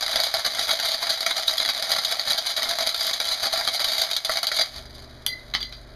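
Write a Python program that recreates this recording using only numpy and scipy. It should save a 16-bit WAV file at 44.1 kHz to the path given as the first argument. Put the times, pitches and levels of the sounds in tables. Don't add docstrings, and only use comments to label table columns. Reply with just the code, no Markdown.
import sys
import numpy as np
from scipy import signal
from scipy.fft import rfft, irfft
from scipy.io import wavfile

SR = 44100
rng = np.random.default_rng(int(sys.argv[2]) if len(sys.argv) > 2 else 0)


def store_pcm(level_fs):
    pcm = np.round(np.clip(level_fs, -1, 1) * 32767).astype(np.int16)
    wavfile.write(sys.argv[1], SR, np.atleast_2d(pcm).T)


N = 262395
TIME = np.arange(N) / SR

# t/s, level/dB
SCRAP_LEVELS = [(0, -29), (4.05, -30), (4.18, -38), (4.21, -41), (4.238, -35), (4.26, -30.5), (4.62, -33),
                (4.66, -36.5), (4.8, -41), (4.86, -50), (5.1, -50.5), (5.95, -53)]
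# t/s, relative level/dB, thud/dB
WALL_KNOCKS = [(.157, -11, 0), (0.34, -12.5, 2.5), (.448, -16, 4), (0.593, -12.5, -6), (.708, -15, 0.5),
               (.798, -14, 4.5), (1.13, -23.5, 1.5), (1.206, -14.5, -0.5), (1.263, -9, 4), (1.48, -13, -5),
               (1.58, -12.5, -10), (1.6, -17, 4.5), (1.689, -13.5, 1.5), (1.824, -13.5, -3),
               (1.916, -12, -2), (2.048, -10, -11), (2.194, -18.5, 4.5), (2.564, -18, -3),
               (2.63, -13.5, -3), (2.691, -13, -20), (2.891, -15, -3), (2.944, -16.5, 0.5),
               (3.131, -16.5, -18), (3.201, -13, 1), (3.527, -15, -1), (3.675, -11, -0.5),
               (3.843, -9, -4.5), (4.132, -17.5, -8), (4.165, -10, -8.5), (4.248, -12.5, -4),
               (4.294, -18, 8.5), (4.369, -14.5, 1), (4.43, -13, 1), (4.469, -11, -11), (4.515, -20.5, 9)]


def amp(db):
    return 10 ** (np.asarray(db) / 20)


def unit(x):
    return x / np.sqrt(np.mean(x ** 2) + 1e-20)


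def normed(response):
    return response / np.linalg.norm(response)


def curves(rows):
    s, *columns = np.transpose(rows)
    return [np.interp(TIME, s, column) for column in columns]


def read(points, hz):
    f, value = np.transpose(points)
    return np.interp(np.log(hz + 1), np.log(f), value)


def add(mix, s, sound):
    start = max(round(s * SR), 0)
    part = mix[start:][:len(sound)]
    part += sound[:len(part)]


def through(x, response):
    return signal.oaconvolve(x, response)[:N]


def wander(rate_hz):
    hz = np.fft.rfftfreq(N, 1 / SR)
    spectrum = rfft(rng.standard_normal(N))
    return unit(irfft(spectrum * np.exp(-(hz / rate_hz) ** 2), N))


def colour(points, peaks=(), size=4096):
    hz = np.fft.rfftfreq(size, 1 / SR)
    gain = amp(read(points, hz))
    for centre_hz, width_hz, db in peaks:
        offset_hz = hz - centre_hz
        gain = gain * abs((offset_hz + .5j * width_hz * amp(db)) / (offset_hz + .5j * width_hz))
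    log_gain = np.log(np.concatenate([gain, gain[-2:0:-1]]))
    causal_spectrum = np.exp(np.conj(signal.hilbert(log_gain)))
    return np.fft.ifft(causal_spectrum).real[:size // 2]


def tail(decays, size=22050):
    hz, t, z = signal.stft(rng.choice([-1., 1.], size), SR, nperseg=128)
    decay = amp(-60 * t / read(decays, hz)[:, None])
    return normed(signal.istft(z * decay, SR, nperseg=128)[1])


def contact(force, level_db, thud_db, bright_db, hollow_db=0, own_modes=()):
    points = [(750, 1.22 * thud_db + hollow_db), (1100, thud_db), (2000, thud_db),
              (3200, 0.014), (5000, 0.011), (7500, bright_db)]
    return amp(level_db) * np.convolve(unit(force), colour(points, own_modes, size=512))


def motor():
    # t/s, hum/dB, fast rock/dB, slow rock/dB
    vibration = [(0, -73.5, -67, -71), (4.45, -65, -80, -71), (4.68, -57, -70, -64),
                 (4.78, -49.5, -46.5, -45), (5.3, -50, -52, -78), (5.48, -50.5, -61, -45),
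                 (5.8, -52, -56, -45.5), (5.95, -50, -54, -52)]
    # f/Hz, level re hum/dB
    hum_tones = [(29.6, -4), (120, -3), (150, -12), (239.5, -9), (391, -12), (591, -13), (631, -13.5)]
    # f/Hz, relative density/dB per Hz
    air_spectrum = [(20, 0), (100, 7), (180, -4.5), (260, 4.5), (500, -1), (630, 3.5), (900, -6),
                    (1600, -3), (3000, -12), (6000, -64), (16000, -71)]
    fast_rock_hz, slow_rock_hz = 70.4, 48.4

    def tone(hz, waver_rad):
        cycles = hz * TIME + rng.random()
        return np.sqrt(2) * np.sin(2 * np.pi * cycles + waver_rad * wander(1.8))

    hum_db, fast_db, slow_db = curves(vibration)
    hum = amp(hum_db) * sum(amp(db) * tone(hz, waver_rad=0.23) for hz, db in hum_tones)
    fast_rock = amp(fast_db) * tone(fast_rock_hz, waver_rad=0.33)
    slow_rock = amp(slow_db) * tone(slow_rock_hz, waver_rad=0.23)
    air = amp(hum_db + 0.5) * through(rng.standard_normal(N), normed(colour(air_spectrum)))
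    return hum + fast_rock + slow_rock + air


def tumbling_ring(ring_db, low_db):
    # f/Hz, level/dB, t60/s, bloom time/s
    piece_modes = [(2030, 5.5, .26, .06), (3270, -16, .15, .005), (3480, -11, .2, .005),
                   (4100, 0, .24, .04), (4720, 2.5, .2, .015), (6230, -16, .25, .03),
                   (7690, -11, .15, .005), (11090, -22, .12, .005)]
    slowest_spin_hz = 20.3
    t, ring = TIME[:SR // 2], 0
    for hz, db, t60_s, bloom_s in piece_modes:
        phase = 2 * np.pi * (hz * t + rng.random())
        spin_hz = slowest_spin_hz * rng.uniform(1.0, 1.41)
        facing = np.cos(2 * np.pi * (spin_hz * t + rng.random()))
        mode = facing * np.sin(phase) + .4 * np.cos(phase)
        decay = amp(ring_db + db + low_db * (hz < 2500) - 60 * t / t60_s)
        bloom = 1 - np.exp(-(t / bloom_s) ** 2)
        ring = ring + decay * bloom * mode
    flutter_db = 2.2 * wander(70)[:len(t)]
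    return ring * amp(flutter_db)


def flung_piece():
    # t/s, crack/dB, brightness/dB, clatter re crack/dB, ring/dB, extra ring below 2.5 kHz/dB
    landings = [(5.264, -15, 13, -4, -17, 1.5), (5.5377, -24, -3, 10, -27, -10),
                (5.55, -11.5, -7, -1.5, -30, -3), (5.603, -41, -3, 18, -20.5, -8),
                (5.628, -22, -1, -3, -56, -4), (5.725, -29, -4, 2.5, -35, -11)]
    # f/Hz, relative density/dB per Hz
    crack_spectrum = [(60, -9.5), (500, -15), (1500, -5.5), (2400, 3.5), (3300, 12), (5000, 2.5),
                      (7000, -6), (9500, -14), (12000, -16), (16000, -30)]
    clatter_decay = [(500, 0.19), (3500, 0.12), (12000, 0.15)]  # f/Hz, t60/s
    cracks, clatter, rings = np.zeros(N), np.zeros(N), np.zeros(N)
    t = TIME[:SR // 250]
    for s, crack_db, bright_db, clatter_db, ring_db, low_db in landings:
        force = rng.standard_normal(len(t)) * np.exp(-t / 0.0017)
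        crack = contact(force, crack_db, 0, bright_db)
        add(cracks, s, crack)
        add(clatter, s, amp(clatter_db) * crack)
        add(rings, s, tumbling_ring(ring_db, low_db))
    clatter = through(clatter, tail(clatter_decay))
    return through(cracks + clatter, normed(colour(crack_spectrum))) + rings


def grit(chatter_db, chatter_hz, ticks_hz, rub):
    ticks = rng.standard_normal(N) * (rng.random(N) < ticks_hz / SR)
    rubbing = rub * rng.standard_normal(N)
    return unit((unit(ticks) + rubbing) * amp(chatter_db * wander(chatter_hz)))


def on_the_plate():
    flight_s, flight_db = 0.022, -3
    gain = np.ones(N)
    for s, *_ in WALL_KNOCKS:
        gain[round((s - flight_s) * SR):round(s * SR)] = amp(flight_db)
    return gain


def contacts():
    # t/s, length/s, relative level/dB, thud/dB
    scrapes = [(0.021, 0.021, -23.5, 0.5), (.133, 0.073, -30, 9), (0.2, 0.068, -24, -10),
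               (0.381, 0.031, -29.5, 5), (.455, 0.027, -22, 4), (0.583, .012, -22.5, 4),
               (.625, 0.032, -24, -6), (.675, 0.074, -23.5, 0.5), (0.848, 0.11, -25, -2.5),
               (1.014, 0.026, -24, 4), (1.092, 0.035, -21.5, -1.5), (1.306, 0.0076, -17.5, 1),
               (1.365, 0.038, -23.5, 0.5), (1.47, 0.014, -19.5, -12), (1.503, 0.05, -27.5, 0),
               (1.617, 0.05, -27, -0.5), (1.905, 0.022, -23, 0.5), (1.955, 0.074, -26.5, 0.5),
               (2.08, 0.045, -22, -0.5), (2.271, 0.051, -21, 0), (2.377, 0.017, -18, -2.5),
               (2.461, 0.061, -24.5, -4), (2.577, 0.048, -26.5, 4), (2.65, 0.083, -30.5, 6),
               (2.786, 0.048, -23.5, 3.5), (2.859, 0.015, -20, 1.5), (2.978, .115, -24, -8.5),
               (3.268, 0.082, -23.5, -1.5), (3.424, 0.047, -21, 2), (3.532, 0.13, -28, 1.5),
               (3.721, 0.045, -23.5, -7), (3.795, 0.029, -22.5, 2.5), (3.87, 0.18, -22, -3),
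               (4.103, 0.025, -23, -0.5), (4.289, 0.061, -27.5, -4.5), (4.544, 0.033, -21.5, -5.5),
               (4.586, 0.034, -18, 1), (4.944, 0.017, -40.5, -14)]
    knock_s, skid_s, skid_db, skid_thud_db = 0.0038, .02, -29, -2.6
    taps_per_s, tap_s = 16, 0.0027
    tap_re_scraps_db, tap_spread_db, thud_spread_db = 9.5, 1.5, 2.5
    for s, level_db, thud_db in WALL_KNOCKS:
        yield s, knock_s, level_db, thud_db
        yield s + knock_s, skid_s, skid_db, skid_thud_db
    yield from scrapes
    scraps_db = curves(SCRAP_LEVELS)[0]
    strength, weight = rng.standard_normal(N), rng.standard_normal(N)
    for at in np.flatnonzero(rng.random(N) < taps_per_s / SR):
        tap_db = scraps_db[at] + tap_re_scraps_db + tap_spread_db * strength[at]
        yield at / SR, tap_s, tap_db, thud_spread_db * weight[at]


def grinding():
    # f/Hz, relative gain/dB
    shell_response = [(30, -16), (170, -24), (400, -22), (600, -12.5), (930, -14), (1150, -9), (2300, -7),
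                      (3300, -2.5), (4900, 1), (5250, -8), (6500, -3.5), (9500, -9.5), (12300, -13),
                      (15500, -34.5)]
    # f/Hz, width/Hz, boost/dB
    chamber_modes = [(250, 22, 8.5), (656, 56.6, 13), (790, 50, 7), (1359, 30, 5), (2109, 62, 6),
                     (2251, 17, 8.5), (3904, 150, 6), (4826, 230, 3)]
    # f/Hz, t60/s
    shell_decay = [(200, .05), (660, .12), (1500, .07), (4500, .11), (12000, .045)]
    places, shaft_hz = 12, 29.73
    slip_hz, slip_db = 69, 4.05
    edge_db = -0.6
    sharp_db, blunting = -23, 0.23

    force = np.zeros((places, N))
    scrape = grit(chatter_db=3.5, chatter_hz=243, ticks_hz=5190, rub=0.61)
    scrape = scrape * amp(slip_db * wander(slip_hz))

    lugs = 1 + 0.27 * np.cos(2 * np.pi * 2 * shaft_hz * TIME)
    rattle = lugs * grit(chatter_db=2.6, chatter_hz=150, ticks_hz=2000, rub=.4)
    scraps = contact(rattle, 0, 1, -4.5)[:N]
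    scraps = amp(curves(SCRAP_LEVELS)[0]) * on_the_plate() * scraps
    force[rng.integers(0, places, N), np.arange(N)] += scraps

    shell = [tail(shell_decay, size=8192) for place in force]
    jolts, t = np.zeros(N), TIME[:SR // 20]
    for k, (s, length_s, level_db, thud_db) in enumerate(contacts()):
        samples = max(round(length_s * SR), 20)
        burst = scrape.take(round(s * SR) + np.arange(samples), mode="wrap")
        bite = 1 - np.exp(-np.linspace(.02, 1, samples) / 0.017)
        hollow_db = 1.47 * np.log10(samples / SR / 0.01)
        bright_db = edge_db - blunting * max(level_db - sharp_db, 0)
        own_modes = [(rng.uniform(1350, 2030), 250, 3), (rng.uniform(3100, 4860), 300, 3)]
        blow = contact(burst * bite, level_db - 2.5, thud_db, bright_db, hollow_db, own_modes)
        add(force[k % places], s, blow)
        rock = np.sin(2 * np.pi * rng.uniform(31, 87) * t) * np.exp(-t / 0.0098)
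        add(jolts, s, amp(level_db - 10.5) * np.sqrt(samples / SR) * rock)
    ringing = sum(through(place, ring) for place, ring in zip(force, shell))
    struck = force.sum(0) + amp(-2.0) * ringing
    return through(struck, normed(colour(shell_response, chamber_modes))) + jolts


def scene():
    # f/Hz, t60/s
    room_decay = [(200, 1), (2000, 1), (5000, 0.81), (14000, 1)]
    machine, room = motor(), tail(room_decay)
    metal = flung_piece() + grinding()
    reverb = amp(-25.5) * through(metal, room)
    return (metal + reverb + machine)[None]


def record(dry):
    # f/Hz, width/Hz, depth/dB
    comb_dips = [(2708, 843, -79), (5516, 400, -23), (7844, 4670, -25), (10940, 530, -29),
                 (14400, 420, -12)]
    edge_hz, ceiling = 15450, .9
    heard = through(dry[0], colour([(20, 0), (20000, 0)], comb_dips))
    heard = ceiling * np.tanh(heard / ceiling)
    low_pass = signal.firwin(301, edge_hz, window=("kaiser", 9), fs=SR)
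    return signal.oaconvolve(heard, low_pass, "same")[None]


dry = scene()
out = record(dry)
store_pcm(out)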